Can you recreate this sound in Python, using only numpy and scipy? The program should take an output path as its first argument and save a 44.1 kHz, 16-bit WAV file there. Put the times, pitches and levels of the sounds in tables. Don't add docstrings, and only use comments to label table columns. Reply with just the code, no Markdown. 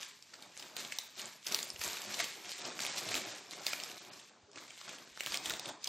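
import sys
import numpy as np
from scipy import signal
from scipy.fft import rfft, irfft
from scipy.io import wavfile
from scipy.ndimage import uniform_filter1d

SR = 44100
rng = np.random.default_rng(int(sys.argv[2]) if len(sys.argv) > 2 else 0)


def volts(x):
    e = np.asarray(x, float) / 20
    return 10 ** e


def output_pcm(signal):
    pcm = np.clip(np.atleast_2d(signal).T, -1, 1) * 32767
    wavfile.write(sys.argv[1], SR, np.round(pcm).astype(np.int16))


N = 259308

# start_s, peak_db, pitch_hz, tear_ms
SNAPS = [(0.0295, -32.5, 3630, 1.6), (0.2245, -38, 5500, 1.24), (0.3344, -41.5, 2040, 4.3),
         (0.3402, -36.5, 4630, 0.51), (0.4235, -36.5, 4350, 1.6), (0.5752, -32.5, 6700, 0.64),
         (0.5956, -36, 5130, 1.9), (0.6244, -36, 3720, 2.4), (0.7658, -26, 4240, 1.2),
         (0.8487, -30, 3980, 1.2), (0.9218, -26, 3000, 1.8), (0.9861, -20.5, 5700, 0.91),
         (1.1933, -31.5, 4220, 4.1), (1.2569, -28.5, 7540, 0.28), (1.4666, -25, 6140, 1.8),
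         (1.5212, -24.5, 5800, 3), (1.5459, -12, 5770, 0.55), (1.5894, -25.5, 4250, 0.67),
         (1.6285, -23, 7460, 0.82), (1.7022, -25, 5550, 0.58), (1.7596, -34, 3250, 2.4),
         (1.814, -27.5, 2410, 1.6), (1.846, -24, 7450, 0.25), (1.878, -25, 7500, 0.14),
               (1.932, -23, 8050, 0.35), (1.9704, -29, 2620, 0.59), (2.018, -28.5, 7600, 0.74),
               (2.1037, -36.5, 2520, 3.6), (2.142, -24, 5840, 1.3), (2.2, -22.5, 2440, 3.7),
               (2.2426, -24, 5270, 0.58), (2.4468, -41, 3050, 1.8), (2.5172, -28.5, 4700, 0.72),
               (2.7917, -24.5, 2620, 0.31), (2.82, -30, 7860, 0.66), (2.85, -24, 2500, 0.37),
               (2.9877, -30, 5760, 0.82), (3.0878, -28.5, 4240, 2.8), (3.1422, -21, 2670, 0.8),
               (3.153, -18.5, 3980, 0.29), (3.286, -36, 3420, 0.45), (3.3216, -34.5, 5440, 0.98),
               (3.51, -27.5, 4800, 0.44), (3.534, -32, 3380, 0.81), (3.6662, -16, 4750, 0.79),
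               (3.682, -26.5, 2260, 0.57), (3.732, -24, 2520, 1.6), (3.8, -26.5, 4640, 1.2),
               (3.8363, -27, 5450, 0.3), (3.9155, -37, 3950, 0.5), (3.9795, -37, 5150, 1),
         (4.134, -40.5, 5600, 2.2), (4.1964, -41, 3780, 1.7), (4.5577, -38, 2700, 2.1),
              (4.7047, -38, 3140, 2), (4.8127, -39, 1650, 1.7), (4.8776, -37, 1840, 4.2),
              (4.891, -34, 3420, 2), (4.985, -41, 3360, 0.58), (5.1744, -32.5, 1860, 0.54),
              (5.1977, -37, 4000, 1.3), (5.207, -22, 2850, 0.58), (5.2622, -19, 4000, 0.32),
              (5.2701, -28, 1740, 1.33), (5.321, -26, 5000, 1.3), (5.3428, -20, 3400, 1),
              (5.3729, -19, 5400, 0.44), (5.457, -25, 3650, 2.9), (5.497, -21.5, 3800, 0.77),
              (5.5038, -26.5, 2020, 3.1), (5.536, -27.5, 3750, 1.7), (5.5954, -27.5, 5860, 1),
              (5.6564, -31.5, 3660, 1.8), (5.6882, -32, 3850, 4.1), (5.8424, -22.5, 6300, 1.2),
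              (5.8732, -25, 5030, 1.5),
         (.1113, -43.5, 3350, 0.45), (0.1914, -50, 2240, 0.46), (.3541, -49, 5340, .6),
         (0.568, -38, 1970, 0.65), (1.217, -31, 6580, 0.86), (1.4284, -43, 4000, 0.66),
         (1.483, -32, 5460, 0.98), (1.689, -38, 4860, .6), (1.714, -38, 5600, .6),
         (1.7934, -34, 5680, 0.68), (1.8379, -24.5, 6900, .6), (1.8626, -29, 4900, 0.74),
         (2.192, -27, 4260, 1.2), (2.3085, -39, 4130, .6), (2.3244, -36, 4070, .6),
         (2.4924, -33, 5420, 0.68), (2.5236, -34, 4500, 0.68), (2.651, -31, 5600, 2.5),
         (2.8035, -25, 4360, 0.86), (2.835, -28, 6600, 0.75), (2.865, -24, 3800, 0.44),
         (3.1172, -23.5, 2410, 0.43), (3.166, -27, 4000, 0.48), (3.698, -34, 4500, 0.46),
         (3.898, -36.5, 5060, 1.7), (4.0496, -41, 3700, 0.54), (4.2777, -47, 3310, .6),
         (4.5155, -45, 7010, 0.65), (4.532, -45, 5500, 0.51), (4.5739, -35, 2350, 0.72),
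         (4.5826, -41, 2520, 0.96), (4.6375, -42, 2080, 0.43), (4.68, -42.5, 3980, .6),
         (4.7766, -41.5, 3730, 0.87), (4.908, -41, 4000, .6), (5.2346, -31, 3480, .6),
         (5.2433, -37.5, 3310, 0.66), (5.3058, -31, 4850, 0.44), (5.356, -32, 3330, 1.5),
         (5.521, -29, 7400, 0.71), (5.8316, -39, 4950, 0.45), (5.8586, -33, 3160, 0.72)]
# start_s, end_s
BRIGHT_CRACKS = [(.762, .772), (.983, .993), (1.463, 1.472), (1.543, 1.551), (1.811, 1.82), (3.15, 3.158),
                 (3.663, 3.672), (5.204, 5.213), (5.26, 5.277), (5.369, 5.378), (5.494, 5.503),
                 (5.592, 5.601), (5.84, 5.85)]
# peak_s, rustle_db, swell_20db_s, fade_20db_s
SQUEEZES = [(0.0, -40.5, .05, 0.16), (.339, -57.5, 0.45, 0.8), (.434, -58, 0.2, 0.2),
            (.591, -48, 0.09, 0.33), (.772, -42.5, -0.01, 0.26), (.852, -50, -0.02, 0.17),
            (.925, -48.5, -0.1, 0.3), (.998, -50.5, -0.1, 0.24), (1.197, -40, 0.05, 0.12),
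            (1.25, -48, 0.17, 0.24), (1.474, -37.5, 0.04, 0.24), (1.55, -41.5, 0.08, 0.27),
            (1.705, -47.5, 0, 0), (1.816, -41.5, 0.05, -1.2), (1.842, -40.5, 0.04, 0.16),
            (1.96, -45.5, 0.1, 0.37), (2.143, -42.5, 0.15, .15), (2.202, -34.5, 0.06, 0.1),
            (2.31, -49, 0.5, 0.1), (2.45, -48.5, .02, -1.2), (2.522, -45.5, 0.17, 0.66),
            (2.651, -43.5, 0.2, 0.26), (2.805, -37, 0.05, 0.34), (2.985, -34, -0.05, 0.04),
            (2.93, -45, -0.1, 0.4), (3.09, -44, -0.2, 0.27), (3.154, -35.5, 0.13, 0.13),
            (3.335, -44, 0.67, 0.15), (3.515, -47, 0, 0.5), (3.676, -38.5, 0.05, 0.15),
            (3.735, -45.5, 0.1, .2), (3.829, -47.5, 0.27, .4), (3.96, -53, -2.3, .1),
            (4.12, -52, 0.1, 0.19), (4.2, -60.5, -1, 0.19), (4.298, -57, -1, 0), (4.575, -51, 0.06, 0.33),
            (4.7, -54.5, .15, 0.47), (4.81, -52, 0.14, 0.26), (4.895, -46.5, 0.11, 0.22),
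            (5.208, -51, 0.28, 0.3), (5.27, -42, 0.04, 0.07), (5.35, -37, 0.1245, 0.06),
            (5.457, -37.5, 0.05, 0.13), (5.51, -44, 0.16, -0.01), (5.6, -48, 0.28, 0),
            (5.66, -50, 0.25, -0.03), (5.695, -45.5, 0.13, 0.05), (5.846, -45.5, 0.06, 0.4)]
# time_s, sheen_db
RUSTLE_SHEEN = [(0.0, -15.5), (.43, -18.5), (1.0, -14.5), (1.25, -15), (1.5, -10.5), (1.9, -10), (2.1, -14),
                (2.55, -17.5), (2.68, -16), (2.85, -16), (3.15, -14.5), (3.45, -21.5), (3.8, -11.5),
                (4.2, -17.5), (4.55, -19), (4.8, -20), (5.2, -16.5), (5.88, -19)]
# freq_hz, density_db_per_hz
FILM_SPECTRUM = [(530, -46.5), (900, -5), (1610, -1.5), (2480, 0.5), (2820, 1), (4490, 1), (5580, 1),
                 (7570, -1.5), (9500, -12), (12400, -26), (20900, -120)]
# peak_s, load_db, swell_20db_s, fade_20db_s
SLIDES = [(0.0, -59, .1, 0.17), (.35, -63.5, 0.16, 0.4), (.434, -57, 0.12, .15), (.591, -54, 0, 0.5),
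          (.778, -53.5, -0.04, 0.42), (1.197, -51, 0.06, 0.22), (1.49, -49, 0.03, 0.45),
          (1.843, -48.5, 0.01, 0.26), (2.1, -58.5, .5, -0.4), (2.21, -50, 0.42, 0.15),
          (2.5, -53.5, 0.37, -0.05), (2.651, -48.5, .1, 0.43), (2.84, -51, 0.26, 0.9),
          (3.0, -46.5, 0.22, 0.45), (3.2, -49, 0.4, 0.38), (3.522, -51, 0, .5), (3.69, -55, 0, 0.3),
          (3.84, -55.5, 0.3, .5), (4.131, -58, 0.3, 0.24), (4.298, -65, 0, 0.8), (4.57, -51.5, 0.05, .2),
          (4.904, -53, 0.1, 0.36), (5.35, -47.5, 0.18, 0.27), (5.505, -46, 0.13, .2),
          (5.695, -47, 0.1, 0.1), (5.879, -44.5, 0.01, -2)]
# freq_hz, density_db_per_hz
LOAD_SPECTRUM = [(35, -19), (60, -29), (111, -4.5), (404, 3), (453, -2.5), (674, 3.5), (962, -2),
                 (1800, -1.5), (2340, -51), (3960, -120)]
# start_s, peak_db, pitch_hz, rise_ms
BUMPS = [(0.759, -72.5, 88.8, 8), (1.199, -72, 88, 6.5), (1.549, -63.5, 70.5, 8), (1.739, -57, 88.8, 5.4),
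         (1.789, -54.5, 80, 8), (1.858, -59, 74, 14), (2.124, -74.5, 88.8, 8), (3.139, -60, 37.7, 10),
         (4.429, -65, 88.8, 8.3), (5.109, -71, 63, 8.2), (5.298, -62, 67.3, 10), (5.469, -58, 88.8, 6.7),
         (5.519, -61, 69.5, 11)]
# start_s, peak_db, pitch_hz, rise_ms
BOOMS = [
    (.11, -69, 410, 19),
    (2.061, -55, 205.5, 29),
    (2.067, -61, 112, 21),
    (2.197, -38.5, 686, 5.1),
    (3.051, -58, 115, 41),
    (3.13, -48.5, 264, 20),
    (4.48, -58.5, 409, 13),
    (4.561, -62, 336, 17),
]
# time_s, level_db
POUR = [
    (1.4, -101),
    (1.8, -67.5),
    (2.15, -58),
    (2.3, -73),
    (2.6, -60.5),
    (3.15, -60),
    (3.4, -66),
    (4.1, -65),
    (4.4, -101),
]
# freq_hz, level_db, t60_s
BOWL_MODES = [(379, 1, 0.048), (718, -5.5, 0.21), (1740, -46, .05), (2410, -2.5, 0.13), (3730, -14, 0.09),
              (5460, 3.5, 0.018)]
# freq_hz, t60_s
ROOM_T60 = [(125, 0.32), (500, 0.41), (1500, 0.52), (4000, 0.4), (8000, 0.34), (14000, 0.47)]
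# freq_hz, level_db
AIR_SPECTRUM = [(24, -74), (40, 7.5), (249, 4.5), (320, -1.5), (1180, -20.5), (1370, -5.5), (3830, -2.5),
                (7000, -6), (10400, -31), (16000, -95)]
# freq_hz, level_db
LINE_FLOOR = [(30, -100), (90, -100), (200, -125), (8000, -125), (9200, -104), (13000, -104), (15500, -97),
              (16200, -56)]
# freq_hz, level_db
STEREO_ERROR = [(30, -3), (250, -13.5), (1000, -14), (4000, -12.5), (8000, -9.5), (14000, -5)]
# start_s, end_s
MONO_SPANS = [(0.983, 1.008), (1.197, 1.26), (1.527, 1.634), (1.754, 1.793), (1.826, 1.976), (2.1, 2.145),
              (2.193, 2.215), (2.497, 2.534), (2.714, 2.764), (2.916, 2.958), (2.988, 3.028), (3.115, 3.14),
              (3.335, 3.395), (5.258, 5.283), (5.358, 5.393), (5.49, 5.577)]
# start_s, end_s
DULL_SPANS = [(0.062, 0.075), (1.429, 1.439), (2.06, 2.075), (2.524, 2.537), (2.599, 2.661), (2.681, 2.749),
              (2.873, 2.936), (2.966, 2.976), (3.016, 3.026), (3.058, 3.071), (3.245, 3.258),
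              (3.312, 3.352), (3.407, 3.42), (3.534, 3.557), (3.589, 3.607), (3.991, 4.008), (4.22, 4.233),
              (4.288, 4.355), (4.378, 4.43), (4.435, 4.522), (4.527, 4.602), (4.682, 4.697), (4.729, 4.744),
              (4.869, 4.891), (4.909, 4.921), (5.056, 5.076), (5.126, 5.138), (5.577, 5.59), (5.622, 5.65),
              (5.707, 5.727), (5.732, 5.827), (5.832, 5.847)]
# start_s, end_s
HOLLOW_SPANS = [
    (1.44, 1.452),
    (2.524, 2.537),
    (3.985, 4.002),
    (5.838, 5.848),
]

SMALL_SNAP_COUNT, SMALL_SNAP_DB, SMALL_SNAP_SPREAD_DB = 30, 6, -2
SNAP_SHEEN_DB, BRIGHT_SHEEN_DB = -13.5, 4.5
ROOM_DB, ROOM_GAP_S = -3, 0.00052
AIR_DB = -69.5
TOP_HZ, TOP_SAG_HZ = 16480, 1450


def rms_one(x):
    return x / np.sqrt(np.mean(x ** 2) + 1e-20)


def in_time(rows):
    s, *columns = np.transpose(rows)
    return [np.interp(np.arange(N) / SR, s, c) for c in columns]


def at_hz(points, hz):
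    points = np.array(points)
    return np.interp(np.log(hz), np.log(points[:, 0]), points[:, 1])


def within(spans, s):
    return np.any([(s > start) & (s < end) for start, end in spans], axis=0)


def shut(spans, edge_s):
    return uniform_filter1d(1. - within(spans, np.arange(N) / SR), size=round(edge_s * SR))


def colour(x, spectrum, size=4096):
    hz = np.linspace(1, SR / 2, size // 2 + 1)
    cepstrum = irfft(np.log(volts(at_hz(spectrum, hz))))
    cepstrum[1:size // 2] *= 2
    cepstrum[size // 2 + 1:] = 0
    return signal.fftconvolve(x, irfft(np.exp(rfft(cepstrum))))[:len(x)]


def band(x, low_hz, high_hz):
    edges_hz = np.clip([low_hz, high_hz], 10, .45 * SR)
    return signal.sosfilt(signal.butter(2, edges_hz, "band", fs=SR, output="sos"), x)


def drift(rate_hz):
    r = np.exp(-80 * np.pi * rate_hz / SR)
    slow = signal.lfilter([1], [1, -2 * r, r * r], rng.standard_normal(N // 40 + 2002))[2000:]
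    return np.interp(np.arange(N) / 40, np.arange(len(slow)), rms_one(slow))


def ring(clicks, hz, t60_s):
    r, w = volts(-60 / (t60_s * SR)), 2 * np.pi * hz / SR
    return signal.lfilter([0, np.sin(w)], [1, -2 * r * np.cos(w), r * r], clicks + 1e-18)


def grains(per_s, spread_db, clump_db):
    sizes = volts(spread_db * np.minimum(rng.exponential(1, N), 4)) * rng.choice([-1, 1], N)
    return sizes * (rng.random(N) < per_s * volts(clump_db * drift(25)) / SR)


def crinkle(clicks, low_hz, high_hz, cycles, count):
    dealt = rng.integers(0, count, N)
    pitches_hz = np.geomspace(low_hz, high_hz, count)
    return sum(hz * ring(clicks * (dealt == k), hz, cycles / hz) for k, hz in enumerate(pitches_hz))


def handling(moves):
    t = np.arange(0, N + 32, 32) / SR
    s, db, swell_s, fade_s = np.transpose(moves)[:, :, None]
    down_db = 20 * np.where(t < s, (s - t) / np.abs(swell_s), (t - s) / np.abs(fade_s))
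    total_db = 10 * np.log10(np.sum(volts(db - down_db) ** 2, axis=0))
    return np.interp(np.arange(N) / SR, t, total_db)


def snaps(rows, size=1500):
    out = np.zeros((2, N + size))
    ms = np.arange(size) / SR * 1000
    noise = rng.standard_normal((len(rows), size))
    for (s, peak_db, hz, tear_ms), slips in zip(rows, noise):
        age = ms / np.clip(tear_ms, .15, 5)
        slips = slips * np.abs(slips) ** 0.11 * np.sqrt(age) * np.exp(-age)
        body = rms_one(band(slips, max(hz / 2.3, 1100), min(hz * 2.5, 9000)))
        sheen_db = SNAP_SHEEN_DB + BRIGHT_SHEEN_DB * within(BRIGHT_CRACKS, s)
        sheen = volts(sheen_db) * rms_one(band(slips, 9000, 15500))
        low = volts(-15.0) * rms_one(band(slips, 360, 1330))
        crack = volts(1.5) * (body + sheen) + low
        facet = rms_one(ring(slips, hz, 0.0048))
        at = round(s * SR)
        out[:, at:at + size] += volts(peak_db) * np.array([facet, crack]) / np.abs(facet + crack).max()
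    return out[:, :N]


def small_snaps(rustle_db):
    when, size, pitch, tear = rng.random((SMALL_SNAP_COUNT, 4)).T
    at = (when * N).astype(int)
    peak_db = rustle_db[at] + SMALL_SNAP_DB + SMALL_SNAP_SPREAD_DB * (size - .5)
    return list(zip(at / SR, peak_db, 2000 * 3.7 ** pitch, 0.29 * 5.5 ** tear))


def rustle(rustle_db, sheen_db):
    clicks = grains(2500, spread_db=1.3, clump_db=2.5)
    facets = colour(crinkle(clicks, 900, 9000, cycles=7.0, count=16), FILM_SPECTRUM)
    sheen = band(band(clicks, 10260, 13060), 8800, 16500)
    return volts(rustle_db - 4) * (rms_one(facets) + volts(sheen_db + 4.0) * rms_one(sheen))


def load(load_db):
    clicks = grains(900, spread_db=1.5, clump_db=4)
    lumps = crinkle(clicks, 89.4, 1490, cycles=11.1, count=14)
    return volts(load_db - 2.0) * rms_one(colour(lumps, LOAD_SPECTRUM))


def bowl():
    hits = grains(250, spread_db=2.5, clump_db=4.0)
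    modes = sum(ring(hits * volts(db + rng.normal(0, 4, N)), hz, t60_s) for hz, db, t60_s in BOWL_MODES)
    return volts(in_time(POUR)[0]) * rms_one(modes)


def bumps():
    out, t = np.zeros(N), np.arange(SR // 4) / SR
    for s, peak_db, hz, rise_ms in [*BUMPS, *BOOMS]:
        age, at = t * 1000 / rise_ms, round(s * SR)
        out[at:at + len(t)] += volts(peak_db) * age * np.exp(1 - age) * np.cos(2 * np.pi * hz * t)
    return out


def room(x):
    t = np.arange(SR) / SR
    noise = rng.standard_normal((4, SR))
    tails = np.zeros((4, SR))
    for hz in 62.5 * 2. ** np.arange(9):
        octave = band(noise, hz / np.sqrt(2), hz * np.sqrt(2))
        tails += octave * volts(-60 * t / at_hz(ROOM_T60, hz))
    tails *= 1 - np.exp(-(t / ROOM_GAP_S) ** 2)
    place = np.arange(N) // (SR // 10) % 4
    out = np.zeros(N)
    for k, tail in enumerate(tails):
        out += signal.fftconvolve(x * (place == k), tail / np.sqrt(np.sum(tail ** 2)))[:N]
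    return volts(ROOM_DB) * out


def still_air():
    return volts(AIR_DB) * rms_one(colour(rng.standard_normal(N), AIR_SPECTRUM))


def scene():
    rustle_db, (sheen_db,) = handling(SQUEEZES), in_time(RUSTLE_SHEEN)
    rows = [*SNAPS, *small_snaps(rustle_db)]
    facet, crack = snaps(rows)
    table = crack + rustle(rustle_db, sheen_db) + load(handling(SLIDES)) + bowl()
    mix = facet + table + room(table + volts(-3.0) * facet) + still_air()
    heard = band(band(mix, 94, 21000), 89, 21000) + bumps()
    return np.array([heard, heard])


def thin(mono):
    frames, lead = dict(window="cosine", nperseg=2048, noverlap=1024), 162
    hz, s, lines = signal.stft(np.pad(mono, (lead, 0)), SR, **frames)
    hz, count, size = hz[:, None] + 1, len(s), np.abs(lines)
    by_band = np.repeat(rng.random((2, 65, count)), 16, axis=1)[:, :len(hz)]
    around = uniform_filter1d(size, size=32, axis=0)
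    step = around * volts(-4 + 5 * rng.standard_normal(count) + 11 * by_band[0])
    kept = size > step * (hz > 8900)
    kept &= size > volts(at_hz(LINE_FLOOR, hz) + 3.0 * rng.standard_normal(count))
    kept &= hz < TOP_HZ - TOP_SAG_HZ * rng.exponential(1, count)
    share = np.clip(rng.normal(0.65, 0.25, count), .1, 1)
    apart = (by_band[1] < share) & (size > around * volts(-3.0))
    error_db = at_hz(STEREO_ERROR, hz) + 2.4 * rng.standard_normal(count)
    error = apart * volts(error_db) * np.exp(2j * np.pi * rng.random(lines.shape))
    return [signal.istft(v, SR, **frames)[1][lead:lead + N] for v in (lines * kept, lines * kept * error)]


def smooth(x, order, hz, kind="low"):
    return signal.sosfiltfilt(signal.butter(order, hz, kind, fs=SR, output="sos"), x)


def band_limit(x):
    return signal.sosfilt(signal.butter(12, 16650, fs=SR, output="sos"), x)


def record(dry):
    mid, side = thin(dry[0])
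    treble = smooth([mid, side], 8, 9100, "high")
    mid, side = [mid, side] - .93 * treble * (1 - shut(DULL_SPANS, .012))
    whole = smooth(dry[0], 12, 15800)
    mid = whole + (mid - whole) * shut(BRIGHT_CRACKS, .003)
    lows = smooth([mid, side], 6, 1800)
    mid, side = [mid, side] - .85 * lows * (1 - shut(HOLLOW_SPANS, .006))
    side = side * shut(MONO_SPANS, .012)
    return band_limit(np.array([mid + side, mid - side]))


dry = scene()
out = record(dry)
output_pcm(out)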